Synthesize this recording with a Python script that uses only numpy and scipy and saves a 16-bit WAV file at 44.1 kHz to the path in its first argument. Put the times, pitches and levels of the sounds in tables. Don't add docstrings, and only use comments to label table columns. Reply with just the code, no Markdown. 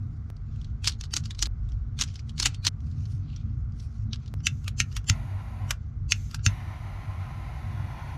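import sys
import numpy as np
from scipy import signal
from scipy.fft import rfft, irfft, next_fast_len
from scipy.io import wavfile
from scipy.ndimage import uniform_filter1d, map_coordinates

SR = 44100
rng = np.random.default_rng(int(sys.argv[2]) if len(sys.argv) > 2 else 0)


def voltage_ratio(level):
    return 10 ** (np.asarray(level, float) / 20)


def inscribe(sig):
    pcm = np.round(np.clip(np.atleast_2d(sig).T, -1, 1) * 32767)
    wavfile.write(sys.argv[1], SR, pcm.astype(np.int16))


N = 360297


# time [s], peak [dB], centre [Hz], t60 [s].
BITES = [(0.8431, -21.5, 3080, .13), (0.8733, -8, 4480, .036), (0.8787, -11, 4420, .09),
         (1.0099, -24.5, 5750, .046), (1.0375, -26.5, 4470, .094), (1.1375, -15, 5590, .041),
         (1.1656, -9, 6440, .082), (1.2558, -27.5, 4480, .07), (1.3072, -25.5, 3720, .062),
         (1.39, -24.5, 4420, .11), (1.4249, -8.5, 5875, .058), (1.4558, -22, 3890, .21),
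         (1.9896, -22.5, 3330, .048), (1.9971, -23, 7060, .084), (2.0117, -9.5, 6250, .056),
         (2.0202, -10.5, 3990, .049), (2.0364, -21, 6440, .05), (2.3793, -27.5, 4300, .077),
         (2.3887, -28.5, 4820, .031), (2.3986, -12, 5700, .1), (2.4265, -11.5, 4270, .076),
         (2.457, -6.5, 2900, .07), (2.5452, -29, 3520, .053), (2.6493, -16, 4040, .058),
         (2.6669, -7.5, 4460, .094), (2.6771, -12.5, 3370, .047)]
# time [s], peak [dB], centre [Hz], t60 [s].
RATTLES = [(0.919, -32.5, 3800, 0.12), (1.1084, -44, 5000, 0.041), (1.2372, -40.5, 5300, .18),
           (1.3475, -41, 4385, .078), (1.6883, -49.5, 3370, 0.11), (1.719, -46.5, 5900, 0.068),
           (2.078, -37, 5150, 0.15), (2.141, -43.5, 2560, 0.077), (2.1564, -33.5, 5000, .07),
           (2.1925, -35.5, 5500, .07), (2.2937, -34, 3310, .07)]
# time [s], peak [dB], centre [Hz].
PLIERS = [(0.366, -47.5, 4570), (0.56, -53, 2990), (0.6145, -41.5, 3330), (0.6445, -41, 3360),
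          (2.804, -49, 2540), (2.9133, -48, 4400), (3.0547, -40.5, 4680), (3.3617, -38, 5870),
          (3.722, -50.5, 5130), (3.7988, -42, 5330), (4.131, -20.5, 3270), (4.1444, -37, 3560),
          (4.1584, -35, 2750), (4.2599, -43.5, 3470), (4.2777, -44.5, 4030)]
# lead-in [dB], top band [dB], its change per dB of force, per octave of centre [dB].
CONTACT_KINDS = [
    (-20.5, 0, 0.1136, -0.5),
    (-16, -3.5, -0.2, -10),
    (-24.5, -8.5, -0.6, -0.5),
]
# frequency [Hz], level [dB per Hz].
JAW_SPECTRUM = [(240, -48.5), (400, -20.5), (587, -22.5), (1350, -7), (1750, -9), (2690, -4), (2990, -2.5),
                (4390, -1.5), (4810, -2.5), (6250, -3), (9180, -18.5), (12300, -29), (15700, -43.5)]
# start [s], frequency [Hz], level [dB], t60 [s], damped after [s].
RINGING_STEEL = [
    (2.548, 4440, -63, .9, .075),
    (3.363, 5690, -39, 0.026, .05),
    (3.841, 5410, -69, 0.35, .1),
]


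def stripper():
    x = sum(ring(*mode) for mode in RINGING_STEEL)
    pliers = [(*row, 0.045) for row in PLIERS]
    rows = []
    for table, kind in zip((BITES, RATTLES, pliers), CONTACT_KINDS):
        rows += [(*row, *kind) for row in table]
    for s, db, hz, t60, lead_db, top_db, per_db, per_octave in sorted(rows):
        top_db = top_db + per_db * (db + 33.5) + per_octave * np.log2(hz / 4500)
        lead_db = lead_db + 0.25 * (db + 15.5)

        def colour(f):
            return voltage_ratio(along(JAW_SPECTRUM, f)) * hump(f, hz, lift_db=6, octaves=0.3) * brightness(f, top_db)

        def coil(f):
            return colour(f) * brightness(f, -0.5)

        x += contact(s, db, t60 * 0.72, lead_db, colour, coil, spike_db=19, crack_db=2,
                     crack_s=0.016, lead_s=0.074, slip_hz=60)
        x += ring(s, hz=rng.uniform(230, 330), db=db - 30.5, t60=0.11)
    return x


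# time [s], peak [dB], thump [dB], t60 [s], lead-in [dB].
STRIKES = [
    (4.469, -2.5, -32, 0.038, -13.5),
    (4.802, -2, -27, 0.048, -16),
    (5.0982, -3, -20, 0.031, -9.5),
    (6.121, -0.5, -43, 0.033, -15),
    (6.4634, -2.5, -19, 0.041, -15),
]
# centre [Hz], width [Hz], level [dB].
IGNITER_MODES = [(1380, 110, -2.5), (2420, 100, 7.5), (2710, 290, -1), (3560, 24, -3), (4650, 100, -24),
                 (5000, 120, -2), (5590, 81, -4), (5700, 360, -6.5), (6300, 75, 3), (7550, 310, -3.5)]
# frequency [Hz], level [dB per Hz].
CASE_SPECTRUM = [(400, -30.5), (950, -38), (1300, -12), (2000, -3), (2700, -1.5), (3300, -7), (6000, -4.5),
                 (7200, -8), (8100, -19.5), (12300, -31), (15700, -50)]
# frequency [Hz], level [dB per Hz].
COIL_SPECTRUM = [(880, -21), (1500, -19), (2040, -16.5), (2630, -9), (3710, -15.5), (6450, -5),
                 (7560, -4.5), (7840, -26), (8450, -27), (9630, -20), (14000, -43.5)]


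def igniter():
    def case(f):
        modes = 0
        for k, (centre_hz, width_hz, db) in enumerate(IGNITER_MODES):
            damping = 1j * f * width_hz
            modes = modes + (-1) ** k * voltage_ratio(db) * damping / (centre_hz * centre_hz - f * f + damping)
        return voltage_ratio(along(CASE_SPECTRUM, f)) * (0.82 + 0.88 * modes)

    def coil(f):
        return voltage_ratio(along(COIL_SPECTRUM, f))

    x = np.zeros(N)
    for s, db, thump_db, t60, lead_db in STRIKES:
        x += contact(s - 0.0002, db, t60, lead_db - 8.5, case, coil, spike_db=27, crack_db=6.5,
                     crack_s=0.0087, lead_s=0.075, slip_hz=110.5)
        x += ring(s + 0.0016, hz=97.5, db=thump_db + 10.5, t60=0.13)
        x += ring(s + 0.0022, hz=210, db=thump_db - 8.5, t60=0.14)
    return x


# time [s], peak [dB], centre [Hz], t60 [s], top band [dB].
RELEASES = [(4.4035, -44.5, 1700, .06, -45.5), (4.6423, -43, 3410, .06, -1),
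            (4.6787, -22, 3130, .049, -19.5), (4.915, -42.5, 1150, .06, -26.5),
            (4.9254, -41, 4360, .076, -24), (4.9649, -22, 2710, 0.07, -17), (5.0424, -48, 1360, 0.073, -3),
            (5.7067, -13.5, 1380, 0.038, -20), (6.3121, -34.5, 3160, 0.065, -10),
            (6.3445, -21, 1320, 0.067, -18), (6.3925, -43, 1500, 0.16, -45)]
# frequency [Hz], level [dB per Hz].
TRIGGER_SPECTRUM = [(290, -42), (500, -20), (1350, 1.5), (2160, -7.5), (2720, 1.5), (3790, -5.5),
                    (5670, -1), (8980, -19.5), (12100, -19.5), (15500, -37.5)]


def trigger():
    x = np.zeros(N)
    for s, db, hz, t60, top_db in RELEASES:
        top_db = 0.8 * np.clip(top_db + 24.5, -26, 6)
        lead_db = -21 - 0.24 * (db + 29.5)

        def colour(f):
            body = voltage_ratio(along(TRIGGER_SPECTRUM, f))
            return body * hump(f, hz, lift_db=4, octaves=0.407) * brightness(f, top_db)

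        x += contact(s, db, t60, lead_db, colour, colour, spike_db=23.0, crack_db=11.5,
                     crack_s=0.026, lead_s=0.11, slip_hz=89.6)
    return x


# lit [s], out [s], first level [dB], last level [dB], edge over roar [dB].
FLAME = [
    (5.104, 5.732, -50.5, -49.5, -11),
    (6.482, 8.167, -49.5, -47, -9),
]
# frequency [Hz], level [dB per Hz].
ROAR_SPECTRUM = [(210, -25.5), (350, -7), (399, -18.5), (528, -16), (724, 1.5), (913, -7.5), (1040, 0),
                 (1160, -11.5), (1250, -3), (1800, -20), (2340, -39.5), (3960, -120)]
# frequency [Hz], level [dB per Hz].
EDGE_SPECTRUM = [(1060, -44), (1800, -3.5), (2080, -0.5), (2610, -5.5), (3290, -8), (4130, -14.5),
                 (4940, -15.5), (6230, -18.5), (7500, -43.5), (9750, -65), (16500, -120)]
# frequency [Hz], level [dB per Hz].
NOZZLE_SPECTRUM = [(4120, -31.5), (7000, 0.5), (7750, -10.5), (9690, -1.5), (12100, -3.5), (14500, -13),
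                   (15000, -21.5), (15700, -28)]
# time [s], delay [ms].
NOZZLE_ECHO = [(5.1, 0.51), (5.7, 0.44), (6.5, .5), (7.0, .46), (7.3, .48), (8.17, .485)]
# delay [ms], gain [ratio].
PANELS = [(1.05, .13), (2.0, .18), (3.6, .11), (5.1, .1)]


def flame():
    lit, roar_db = held(FLAME)
    t = np.arange(N) / SR
    catch_db = sum(8 * np.exp(-np.abs(t - row[0]) / 0.1) for row in FLAME)
    edge_db = catch_db + np.where(t < FLAME[1][0] - 0.1, FLAME[0][-1], FLAME[1][-1])
    edge = voltage_ratio(edge_db) * rush(EDGE_SPECTRUM, patchy_db=-1.0, size=40)
    roar = voltage_ratio(0.69 * wobble(25)) * (rush(ROAR_SPECTRUM, patchy_db=-1.1) + edge)
    fire = roar + voltage_ratio(-23 + catch_db) * rush(NOZZLE_SPECTRUM, patchy_db=-2.5, size=50)
    skip = N // 2

    def echo(delay_ms):
        source = np.arange(N) - skip - delay_ms * SR / 1000
        return np.pad(map_coordinates(fire[skip:], [source[skip:]]), (skip, 0))

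    near = echo(curves([NOZZLE_ECHO])[1] + 0.015 * wobble(4))
    sway = wobble(1.5)
    sways = [np.roll(sway, k * 2 * SR) for k in range(5)]
    far = 0
    for k, (delay_ms, gain) in enumerate(PANELS):
        far = far + gain * voltage_ratio(3 * sways[k]) * echo(delay_ms * (1 + 0.07 * sways[k + 1]))
    return lit * voltage_ratio(roar_db) * unit(fire + 0.3 * near + far) * np.std(fire)


# valve opens [s], shuts [s], first level [dB], last level [dB].
GAS = [
    (4.5, 4.67, -68.5, -69.5),
    (4.83, 4.96, -73, -67),
    (6.15, 6.34, -57.5, -63.5),
]
# frequency [Hz], level [dB per Hz].
JET_SPECTRUM = [(1180, -47), (2000, -8), (2300, -5.5), (2500, -11), (3300, -10.5), (4500, -9), (5530, -8),
                (6140, -0.5), (7170, -6), (8890, -20.5), (12300, -16.5), (14900, -32), (15700, -45.5)]


def unlit_gas():
    is_open, gas_db = held(GAS)
    return is_open * voltage_ratio(gas_db + 1.2) * rush(JET_SPECTRUM, patchy_db=1.2)


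# middle [s], half length [s], level [dB], brightness [dB].
STROKES = [(.1, 0.28, -82, 8.5), (0.614, 0.11, -69.5, -2), (1.717, .1, -79, 0), (2.099, .07, -60, -3),
           (2.27, .12, -77, 5), (2.51, .05, -64, -9), (2.9, 0.095, -68, 2), (3.02, 0.039, -66.5, 2),
           (3.125, 0.053, -64, 4.5), (3.332, 0.087, -70, -12.5), (3.523, 0.15, -83.5, 0),
           (3.816, 0.052, -61.5, 3), (3.966, 0.071, -68, 3.5), (4.24, .06, -70, -5), (4.385, 0.11, -80, 8),
           (4.708, .03, -79.5, 0), (5.027, .05, -81, -3), (5.825, .12, -80.5, 1.5), (6.39, 0.05, -80, -4)]
# frequency [Hz], level [dB per Hz].
SKIN_SPECTRUM = [(3000, -30.5), (4400, -5), (5600, -1.5), (7000, -6.5), (8500, -23.5), (11000, -68.5)]
# frequency [Hz], level [dB per Hz].
DRAG_SPECTRUM = [(1500, -29), (2400, -4), (3500, -5.5), (4400, -5), (6000, -30), (9000, -81.5)]
# frequency [Hz], level [dB per Hz].
SCRAPE_SPECTRUM = [(6500, -39.5), (8500, 2), (11000, -7), (13500, -14.5), (15000, -58.5)]


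def hands():
    idle_db = -85
    rub, drag, fine = voltage_ratio(idle_db), voltage_ratio(idle_db - 0.5), 0
    for s, half_s, db, bright_db in STROKES:
        swell = bell(s, half_s)
        rub = rub + voltage_ratio(db - 3.5) * swell
        drag = drag + voltage_ratio(db - 4.5 - 0.75 * bright_db) * swell
        fine = fine + voltage_ratio(-71.5 + 1.5 * (db + 70) - 21.5 + 2.4 * bright_db) * swell
    grain = unit(voltage_ratio(1.5 * wobble(60) + 1.5 * wobble(300)))
    friction = rub * rush(SKIN_SPECTRUM, patchy_db=7.5)
    friction = friction + drag * rush(DRAG_SPECTRUM, patchy_db=6.5)
    return grain * (friction + fine * rush(SCRAPE_SPECTRUM, patchy_db=1.5))


# frequency [Hz], t60 [s].
GARAGE_T60 = [(500, 0.3), (3000, 0.11), (12000, 0.096)]


def garage(x):
    hz, t, z = signal.stft(rng.standard_normal(SR // 3), SR, nperseg=256)
    decay = voltage_ratio(-60 * t / along(GARAGE_T60, hz)[:, None])
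    tail = signal.istft(z * decay, SR, nperseg=256)[1]
    return signal.fftconvolve(x, tail / np.linalg.norm(tail))[:N]


# time [s], drone level [dB].
LOAD = [(0.0, -32), (0.27, -37.5), (0.7, -34.5), (1.14, -37.5), (2.34, -36.5), (3.27, -32.5), (3.66, -35.5),
        (4.35, -34), (4.94, -36), (7.14, -37.5), (8.17, -34.5)]
# middle [s], half length [s], lift [dB].
SURGES = [
    (.7, 0.31, 8.5),
    (1.6, 0.28, 10.5),
    (2.35, .4, 3),
    (3.754, .35, 5.5),
    (4.947, 0.11, 5.5),
    (6.21, 0.3, 6),
]
# frequency [Hz], level [dB per Hz].
DEEP_SPECTRUM = [(12, -42), (25, -23.5), (35, -12.5), (44, -6), (53, -2), (62, -9.5), (75, -14),
                 (95, -32.5), (150, -120)]
# frequency [Hz], level [dB per Hz].
DRONE_SPECTRUM = [(45, -36.5), (70, -3.5), (84, -10.5), (96, 2.5), (110, -6), (125, -7.5), (150, -10),
                  (172, -24.5), (205, -25.5), (219, -14.5), (236, -27), (290, -30), (340, -44.5),
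                  (460, -56), (700, -92)]
# frequency [Hz], level [dB per Hz].
AIR_SPECTRUM = [(240, -31.5), (400, -1.5), (613, -14.5), (686, -5.5), (938, -15), (1080, -8), (1400, -6.5),
                (1780, -18.5), (2090, -15), (2620, -28), (6070, -32), (8000, -43.5), (10400, -78.5),
                (17600, -120)]


def rumble():
    drone_db = curves([LOAD])[1]
    deep_db = -46.5 + sum(db * bell(s, half_s) for s, half_s, db in SURGES)
    deep = voltage_ratio(deep_db + 5.0 + 0.4 * wobble(8.8)) * rush(DEEP_SPECTRUM, patchy_db=-4.37)
    drone = voltage_ratio(drone_db + 1.5 + 1.7 * wobble(9.2)) * rush(DRONE_SPECTRUM, patchy_db=-0.08)
    return deep + drone + voltage_ratio(-65) * rush(AIR_SPECTRUM, patchy_db=-1.3)


def contact(s, db, t60, lead_db, colour, coil, spike_db, crack_db, crack_s, lead_s, slip_hz):
    t = np.arange(-SR // 10, SR // 5) / SR
    noise = rng.standard_normal((2, len(t)))
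    late = np.clip(t, 0, None)
    flutter_db = 43 * uniform_filter1d(rng.standard_normal(len(t)), SR // 400)
    rattle = voltage_ratio(-60 * late / t60 + flutter_db)
    crack = voltage_ratio(crack_db - 60 * late / crack_s)
    force = noise[0] * (rattle + crack) * (1 - np.exp(-late / 0.00076))
    force[SR // 10 + SR // 1500] += voltage_ratio(spike_db)
    steps = 0.8 + 0.2 * np.cos(2 * np.pi * slip_hz * t + 0.8)
    rise = np.clip(1 + t / 0.04, 0, 1) ** 0.5
    before = (t < 0.001) * voltage_ratio(lead_db - 60 * np.abs(t) / lead_s) * steps * rise
    grid = np.linspace(0, SR / 2, 110)
    tones = rng.standard_normal((2, len(grid)))
    blow = causal(force, lambda hz: colour(hz) * voltage_ratio(2.2 * np.interp(hz, grid, tones[0])))
    slip = filtered(noise[1], lambda hz: coil(hz) * voltage_ratio(7.5 * np.interp(hz, grid, tones[1])))
    spring = before * unit(slip)
    out = np.zeros(N + SR)
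    start = round(s * SR) + SR // 2 - SR // 10
    out[start:][:len(t)] = voltage_ratio(db) * (blow / np.abs(blow).max() + spring)
    return out[SR // 2:][:N]


def ring(s, hz, db, t60, last=0.55):
    u = np.arange(round(last * SR)) / SR
    mode = voltage_ratio(db - 60 * u / t60) * np.sin(2 * np.pi * hz * u)
    out = np.zeros(N + SR)
    out[round(s * SR):][:len(u)] = mode * signal.windows.tukey(len(u), 0.02)
    return out[:N]


def rush(spectrum, patchy_db, size=10):
    z = signal.stft(rng.standard_normal(N), nperseg=512)[2]
    field = uniform_filter1d(rng.standard_normal(z.shape), 6, 0)
    field = unit(uniform_filter1d(field, size, 1))
    x = signal.istft(z * voltage_ratio(np.clip(patchy_db, 0, 2.5) * field), nperseg=512)[1][:N]
    return unit(filtered(x, lambda hz: voltage_ratio(along(spectrum, hz))))


def hump(hz, centre_hz, lift_db, octaves):
    return voltage_ratio(lift_db * np.exp(-(np.log2((hz + 1) / centre_hz) / octaves) ** 2))


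def brightness(hz, top_db):
    return voltage_ratio(top_db * np.clip(np.log2((hz + 1) / 5500) / 0.47, 0, 1))


def bell(s, half_s):
    return np.exp(-((np.arange(N) / SR - s) / half_s) ** 2)


def wobble(rate):
    return map_coordinates(rng.standard_normal(int(N * rate / SR) + 4), [np.arange(N) * rate / SR])


def curves(spans):
    t = np.arange(N) / SR
    gate = sum((t >= rows[0][0]) & (t <= rows[-1][0]) for rows in spans)
    s, *columns = np.transpose(np.concatenate(spans))
    return [uniform_filter1d(gate * 1.0, SR // 50)] + [np.interp(t, s, c) for c in columns]


def held(rows):
    return curves([[(row[0], row[2]), (row[1], row[3])] for row in rows])


def unit(x):
    return x / np.sqrt(np.mean(x ** 2) + 1e-20)


def along(points, hz):
    f, v = np.transpose(points)
    return np.interp(np.log(hz + 1), np.log(f + 1), v)


def filtered(x, response):
    m = next_fast_len(x.shape[-1] + 4096)
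    return irfft(rfft(x, m) * response(np.fft.rfftfreq(m, 1 / SR)), m)[..., :x.shape[-1]]


def causal(x, response):
    m = next_fast_len(len(x) + 4096) // 2 * 2
    cepstrum = irfft(np.log(np.abs(response(np.fft.rfftfreq(m, 1 / SR))) + 1e-6), m)
    cepstrum = cepstrum * np.r_[1, np.full(m // 2 - 1, 2), 1, np.zeros(m // 2 - 1)]
    return irfft(rfft(x, m) * np.exp(rfft(cepstrum)), m)[:len(x)]


# time [s], step [dB], t60 [s].
SPLICES = [
    (0.3021, -36, 0.0046),
    (1.4713, -32, 0.002),
    (2.6884, -52, 0.0031),
    (4.34, -30, 0.0025),
]


def splice_ticks():
    t = np.arange(N) / SR
    return sum((t >= s) * voltage_ratio(db + 4 - 60 * np.abs(t - s) / t60) for s, db, t60 in SPLICES)


# frequency [Hz], side over mid [dB].
TOOL_WIDTH = [(150, -73.5), (350, -22.5), (700, -29), (1500, -43.5), (3500, -45.5), (4500, -36),
              (10500, -22.5), (16000, -21)]
# frequency [Hz], side over mid [dB].
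PORT_WIDTH = [(60, -88.5), (9500, -49.5), (10800, -24.5), (11300, -4), (16000, -2)]


def scene():
    tools = stripper() + igniter() + trigger()
    tools = tools + voltage_ratio(-16.5) * garage(tools)
    t = np.arange(N) / SR
    for s, _, _ in SPLICES[1:3]:
        tools[(t > s) & (t < s + 0.09)] *= voltage_ratio(-47.0)
    mid = tools + flame() + unlit_gas() + hands() + rumble() + splice_ticks()
    scatter = -0.12 + np.exp(2j * np.pi * rng.random(120))

    def turn(hz):
        return np.interp(hz, np.linspace(0, SR / 2, 120), scatter)

    side = filtered(tools, lambda hz: voltage_ratio(along(TOOL_WIDTH, hz)) * turn(hz))
    side += filtered(mid, lambda hz: voltage_ratio(along(PORT_WIDTH, hz)) * turn(hz))
    return np.array([mid + side, mid - side])


def roll_off(x):
    return signal.sosfilt(signal.butter(12, 15860, fs=SR, output="sos"), x)


def record(dry):
    ceiling, top_hz = 0.85, 15870
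    soft = dry / (1 + np.abs(dry / ceiling) ** 4) ** (1 / 4)
    mix = filtered(soft, lambda hz: np.clip((top_hz - hz) / 700, 0, 1))
    return roll_off(mix)


dry = scene()
out = record(dry)
inscribe(out)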